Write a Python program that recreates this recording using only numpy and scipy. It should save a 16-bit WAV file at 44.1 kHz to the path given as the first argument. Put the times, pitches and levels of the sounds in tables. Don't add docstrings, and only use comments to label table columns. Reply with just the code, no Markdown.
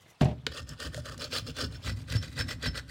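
import sys
import numpy as np
from scipy import signal
from scipy.fft import rfft, irfft, next_fast_len
from scipy.io import wavfile
from scipy.ndimage import uniform_filter1d, map_coordinates

SR = 44100
rng = np.random.default_rng(int(sys.argv[2]) if len(sys.argv) > 2 else 0)


def generate_wav(sig):
    pcm = np.round(np.clip(np.atleast_2d(sig).T, -1, 1) * 32767).astype(np.int16)
    wavfile.write(sys.argv[1], SR, pcm)


def volts_from_decibels(level):
    exponent = np.asarray(level, float) / 20
    return 10 ** exponent


N = 127890
T = np.arange(N) / SR

# start_s, length_s, level_db, swell_db over the stroke, brightness_db
STROKES = [(0.217, 0.02, -58, -10, 6), (0.49, 0.0067, -77, -6, -20), (0.522, 0.074, -43, 7, -1),
           (0.68, 0.055, -51.5, 3.5, 0.5), (0.805, 0.068, -40.5, -2.5, 0.5), (0.935, 0.067, -49.5, -1, 3.5),
           (1.06, 0.081, -45, -4.5, 0.5), (1.213, 0.047, -37.5, -4.5, -1), (1.407, 0.083, -63, 14, -9),
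           (1.332, 0.053, -32.5, 1.5, 2), (1.479, 0.027, -45, -6, 6.5), (1.571, 0.042, -36, 9, 0),
           (1.623, 0.027, -41, 9.5, 0), (1.72, 0.046, -52, 2.5, 4), (1.836, .025, -49, -1, 1.5),
           (1.869, 0.043, -39, -1.5, 1), (1.973, 0.056, -58, -5, 7.5), (2.094, 0.073, -40.5, 5, 1.5),
           (2.233, 0.05, -49, -18.5, 1.5), (2.269, 0.071, -57.5, 6, 7), (2.384, 0.03, -33, 1, 0),
           (2.493, 0.031, -37, 1, 2), (2.641, 0.038, -32.5, -4.5, -2.5), (2.758, 0.029, -37, 3.5, 0.5),
           (2.904, 0.028, -47, -10, 6)]
# time_s, place (0 thick poll, 1 eye, 2 thin cheek)
EDGE_PLACE = [
    (0, 0.092),
    (1.15, 0.38),
    (1.3, 1.4),
    (1.7, 0.67),
    (1.9, 1.68),
    (2.15, 1.62),
    (2.9, 1.9),
]
# pitch_hz, width_hz, level_db
POLL_MODES = [(1164, 92, -1.5), (1474, 93, 7), (1818, 51, 7), (2610, 270, 3), (3470, 160, 3),
              (3850, 120, 0), (4920, 350, -4), (5280, 39, 6), (7000, 4200, -11), (9900, 300, -8),
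              (15000, 1300, -22)]
EYE_MODES = [(1196, 41, -1), (1510, 84, 7), (2405, 170, -2), (2816, 41, 6), (3092, 110, -2), (3486, 77, 10),
             (4070, 40, 8.5), (4447, 220, 6.5), (5170, 130, 1.5), (5310, 35, 9), (7140, 2130, -10),
             (9560, 470, -9.5), (11760, 1200, -21.5), (15700, 910, -14)]
CHEEK_MODES = [(1547, 150, 6), (1992, 72, 13.5), (2480, 110, 1.5), (3410, 170, 5), (3900, 190, 5.5),
               (4150, 210, 9), (4760, 310, -2.5), (5360, 46, 3.5), (7000, 4100, -11), (9040, 630, -6),
               (13100, 3600, -23)]
# freq_hz, density_db (per Hz)
CRUNCH_COLOUR = [(410, -53), (700, 2.5), (950, 1), (1420, 7.5), (2220, 0.5), (4610, 7), (5840, -28),
                 (7110, -35), (16000, -66)]
# pitch_hz, width_hz, level_db
PLANK_MODES = [(262, 54, -3.5), (444.7, 40, 1), (524.4, 78, 2), (621, 109, 0.5)]

# start_s, length_s, level_db
SONGS = [(0.604, 0.037, -65), (0.692, 0.012, -49), (1.286, .02, -82), (1.08, 0.035, -85),
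         (1.75, 0.015, -53), (1.9, 0.034, -56), (2.157, 0.034, -43), (2.2, 0.048, -60),
         (2.396, 0.029, -37.5), (2.484, 0.037, -47.5), (2.669, 0.024, -39.5), (2.75, 0.046, -53.5)]
# time_s, peak_db, treble_db
TICKS = [(0.2101, -14, -7), (0.216, -32, 19), (0.2458, -43.5, 29), (0.254, -29, -2), (0.4662, -9.5, -1),
         (0.574, -29, 11), (0.619, -45, 16), (.629, -45, 16), (.691, -37, 26), (.801, -42, 23),
         (0.9445, -24.5, 9), (1.056, -33.5, 15), (0.977, -37, 20), (1.153, -50, 11), (1.178, -40.5, 25),
         (1.321, -27, -9), (1.567, -30.5, 14), (1.867, -23, -7), (2.005, -39, 2), (2.123, -20.5, 10),
         (2.628, -31, 17), (2.745, -30, -5)]
# pitch_hz, level_db, t60_s
STEEL_MODES = [(467, -16, 0.03), (1848, -12, 0.04), (3460, -12, 0.02)]
# pitch_hz, width_hz, level_db
CLINK_MODES = [(1520, 780, -0.5), (2960, 2060, -1), (4450, 960, -0.5)]
TREBLE_MODES = [(6760, 2000, -11.5)]

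# time_s, level_db
DROPS = [
    (0.2137, -7.5),
    (0.219, -11),
    (.233, -26),
    (0.256, -12.5),
    (0.286, -23.5),
    (0.313, -31),
]
# pitch_hz, level_db, t60_s
THUD_MODES = [(73.4, -5, 0.26), (113.3, -2.5, 0.19), (147, -2, 0.18), (192, -8.5, 0.08), (600, -17, 0.15),
              (760, -24.5, 0.16)]
# pitch_hz, width_hz, level_db
RATTLE_MODES = [(136, 74, 2.5), (318, 150, -43), (590, 57, -10.5), (805, 630, -22), (2140, 2700, -26.5)]
# peak_s, half_length_s, level_db
SHOVES = [(0.492, 0.0086, -37.5), (0.627, 0.01, -38), (0.717, 0.0067, -36.5), (0.877, 0.021, -35),
          (0.99, 0.019, -36), (1.145, 0.051, -40.5), (1.345, 0.074, -43), (1.491, 0.018, -35.5),
          (1.636, 0.013, -32), (1.723, 0.054, -38.5), (1.891, 0.014, -31.5), (1.963, 0.081, -39),
          (2.144, 0.016, -28), (2.252, 0.045, -39.5), (2.419, 0.047, -31.5), (2.55, 0.037, -39),
          (2.68, 0.015, -28), (2.76, 0.018, -49), (2.864, 0.095, -44)]
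# pitch_hz, width_hz, level_db
FRAME_MODES = [(63.9, 12.6, 4), (110.9, 20.5, -0.5), (156.4, 12, -4.5), (217, 31, -19.5), (255.7, 62, -14)]
# time_s, level_db, pitch_hz
KNOCKS = [(0.565, -44, 498), (0.804, -57, 510), (.944, -51, 600), (.977, -40.5, 589), (1.189, -45, 553),
          (1.225, -44, 485), (1.248, -38, 590), (1.342, -63, 493), (1.483, -34.5, 465), (1.591, -39, 581),
          (1.614, -40, 600), (1.635, -33.5, 418), (1.89, -53.5, 600), (2.512, -50, 517),
          (2.649, -41.5, 528)]
# time_s, level_db, pitch_hz, t60_s
JOLTS = [
    (1.423, -32, 110, 0.13),
    (1.649, -28.5, 114, .12),
    (1.918, -22, 97.8, 0.25),
    (2.007, -29, 100.4, 0.11),
    (2.152, -16.5, 104.9, 0.17),
    (2.176, -23, 84, 0.13),
    (2.461, -31, 95, .1),
    (2.696, -26.5, 62, 0.21),
]

# start_s, length_s, level_db
RUSTLES = [
    (0, 0.031, -67),
    (0.089, 0.023, -57),
]
# pitch_hz, width_hz, level_db
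CLOTH_MODES = [(2040, 60, 2.5), (3500, 1000, -19), (5700, 1200, -8.5), (9500, 13000, -16.5)]
# freq_hz, t60_s
WALLS_T60 = [(100, 0.6), (1000, 0.24), (5000, 0.19), (14000, 0.22)]
# freq_hz, density_db (per Hz)
HUSH_COLOUR = [(30, -10), (110, 1.5), (230, -13), (1200, -15.5), (1900, -19.5), (3500, -17.5), (4600, -24),
               (15000, -38.5)]

STROKE_RISE_DB_S, STROKE_FALL_DB_S = 766, 826
NOISE_EVEN_S, RUMBLE_EVEN_S = 0.025, 0.06


def unit(x):
    return x / np.sqrt(np.mean(x ** 2) + 1e-20)


def along(points, hz):
    f, v = np.transpose(points)
    return np.interp(np.log(hz + 1), np.log(f + 1), v)


def wobble(rate):
    knots = rng.standard_normal(int(N * rate / SR) + 4)
    return map_coordinates(knots, [T * rate])


def filtered(x, response):
    m = next_fast_len(N + SR // 2)
    hz = np.fft.rfftfreq(m, 1 / SR)
    return irfft(rfft(x, m) * response(hz), m)[:N]


def body(modes):
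    def response(f):
        total = 0
        for k, (centre, width, db) in enumerate(modes):
            damping = 1j * f * width
            total = total + (-1) ** k * volts_from_decibels(db) * damping / (centre * centre - f * f + damping)
        return total
    return response


def gate(start, length, db, rise, fall):
    climb = rise * (T - start)
    decay = fall * (start + length - T)
    return volts_from_decibels(db + np.minimum(0, np.minimum(climb, decay)))


def flaky(x, depth_db):
    z = signal.stft(x, nperseg=256)[2]
    field = uniform_filter1d(rng.standard_normal(z.shape), size=5, axis=0)
    field = uniform_filter1d(field, size=4, axis=1)
    return signal.istft(z * volts_from_decibels(depth_db * unit(field)), nperseg=256)[1][:N]


def even(x, span_s):
    span = round(span_s * SR)
    power = uniform_filter1d(uniform_filter1d(x ** 2, size=span), size=span)
    return x / np.sqrt(np.abs(power) + 1e-9)


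def dying(s, t60):
    return (T > s) * volts_from_decibels(-60 * np.maximum(T - s, 0) / t60) * rng.standard_normal(N)


def ring(modes, s, db, scatter_db):
    t = np.maximum(T - s, 0)
    out = 0
    for hz, level, t60 in modes:
        strength_db = db + level + scatter_db * rng.standard_normal()
        out = out + volts_from_decibels(strength_db - 60 * t / t60) * np.sin(2 * np.pi * hz * t)
    return out


def grit():
    grains_per_s, spread_db, max_db, lumpy_db = 5000, 3.5, 8, 2
    size = volts_from_decibels(np.minimum(spread_db * rng.exponential(size=N), max_db))
    size = size * np.sign(rng.standard_normal(N))
    breaks = rng.random(N) < grains_per_s / SR
    return unit(breaks * size) * volts_from_decibels(lumpy_db * (wobble(90) + wobble(300)))


def bounce(f):
    delay_s, level_db, top_hz = 0.000668, -10.5, 4630
    return 1 + volts_from_decibels(level_db) * np.exp(-2j * np.pi * f * delay_s) / (1 + (f / top_hz) ** 4)


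def scrape():
    resonant_db, flaky_db, bright_hz = 7, 2.5, 5800
    plank_poll_db, plank_cheek_db = -5.5, -12.5
    place = np.clip(np.interp(T, *np.transpose(EDGE_PLACE)), 0, 2)
    grains = grit()
    broad = unit(filtered(grains, lambda f: volts_from_decibels(along(CRUNCH_COLOUR, f)) * (f > 650)))
    tone = 0
    for k, modes in enumerate([POLL_MODES, EYE_MODES, CHEEK_MODES]):
        nearness = np.maximum(1 - np.abs(place - k), 0)
        tone = tone + nearness * unit(filtered(grains, body(modes)))
    head = filtered(broad + volts_from_decibels(resonant_db) * tone, bounce)
    head = even(flaky(head, depth_db=flaky_db), NOISE_EVEN_S)
    treble = filtered(head, lambda f: 1 / (1 + (bright_hz / (f + 1)) ** 8))

    wood = filtered(filtered(grit(), body(PLANK_MODES)), lambda f: 1 / (1 + (f / 650) ** 12))
    wood = even(wood, RUMBLE_EVEN_S)
    wood = wood * volts_from_decibels(plank_poll_db + place / 2 * (plank_cheek_db - plank_poll_db))

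    out = 0
    for s, length, db, swell_db, bright_db in STROKES:
        progress = np.clip((T - s) / length, 0, 1) - 0.5
        push = gate(s, length, db + swell_db * progress, STROKE_RISE_DB_S, STROKE_FALL_DB_S)
        out = out + push * (head - treble + volts_from_decibels(bright_db) * treble + wood)
    return out


def blade_song():
    pitch_hz, width_hz, rise_db_s, fall_db_s = 5322, 22.9, 3000, 1250
    bow = sum(gate(s, length, db, rise_db_s, fall_db_s) for s, length, db in SONGS)
    phase = 2 * np.pi * (pitch_hz * T + np.cumsum(width_hz * wobble(60)) / SR)
    return bow * np.sqrt(2) * np.sin(phase) * volts_from_decibels(1.5 * wobble(90))


def steel_ticks():
    crack_db, crack_s, ring_db, tap_db, top_hz = -6.5, 0.021, -14.5, 2.5, 11000
    out = 0
    for s, db, treble_db in TICKS:
        def colour(f):
            treble = volts_from_decibels(treble_db) * body(TREBLE_MODES)(f) / (1 + 1j * f / top_hz) ** 2
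            return body(CLINK_MODES)(f) + treble + volts_from_decibels(tap_db) * body(PLANK_MODES)(f)
        crack = 2 * filtered(dying(s, crack_s), colour)
        out = out + volts_from_decibels(db + crack_db) * crack + ring(STEEL_MODES, s, db + ring_db, scatter_db=0)
    return out


def head_drop():
    rattle_db, rattle_s, rattle_top_hz = -11, 0.12, 2920
    shake = sum(gate(s, 0, db + rattle_db, 4500, 60 / rattle_s) for s, db in DROPS)
    rattle = filtered(rng.standard_normal(N), lambda f: body(RATTLE_MODES)(f) / (1 + 1j * f / rattle_top_hz) ** 2)
    boom = sum(ring(THUD_MODES, s, db - 7.5, scatter_db=3) for s, db in DROPS)
    return shake * even(rattle, NOISE_EVEN_S) + boom


def bench():
    rise_db_s, fall_db_s, knock_s = 347, 391, 0.11
    force = sum(gate(s - half, 2 * half, db, rise_db_s, fall_db_s) for s, half, db in SHOVES)
    rumble = filtered(rng.standard_normal(N), body(FRAME_MODES))
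    rumble = even(filtered(rumble, lambda f: 1 / (1 + (f / 320) ** 6)), RUMBLE_EVEN_S)
    knocks = sum(ring([(hz, 0, knock_s)], s, db, scatter_db=4) for s, db, hz in KNOCKS)
    jolts = sum(ring([(hz, 0, t60)], s, db, scatter_db=0.5) for s, db, hz, t60 in JOLTS)
    return force * rumble + knocks + jolts


def sleeve():
    brush = sum(gate(s, length, db, STROKE_RISE_DB_S, STROKE_FALL_DB_S) for s, length, db in RUSTLES)
    return brush * unit(filtered(grit(), body(CLOTH_MODES)))


def walls(x):
    hz, t, z = signal.stft(rng.standard_normal(SR // 2), SR, nperseg=256)
    decay = volts_from_decibels(-60 * t / along(WALLS_T60, hz)[:, None])
    tail = signal.istft(z * decay, SR, nperseg=256)[1]
    late = np.pad(x, (300, 0))
    return signal.fftconvolve(late, tail / np.linalg.norm(tail))[:N]


def hush():
    air = filtered(rng.standard_normal(N), lambda f: volts_from_decibels(along(HUSH_COLOUR, f)))
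    return volts_from_decibels(-59 + 1.5 * wobble(3.2)) * unit(flaky(air, depth_db=3.0))


def scene():
    near = scrape() + blade_song() + steel_ticks() + head_drop() + bench() + sleeve()
    return (near + volts_from_decibels(-15) * walls(near) + hush())[None]


def band_limit(x):
    return signal.sosfilt(signal.butter(12, 17030, fs=SR, output="sos"), x)


def record(dry):
    low_hz, air_hz, top_hz = 40.6, 13300, 16000

    def microphone(f):
        bass_cut = (1j * f / (low_hz + 1j * f)) ** 4
        return bass_cut / (1 + 1j * f / air_hz) * (f < top_hz)
    heard = filtered(dry[0], microphone)
    return band_limit(heard[None])


dry = scene()
out = record(dry)
generate_wav(out)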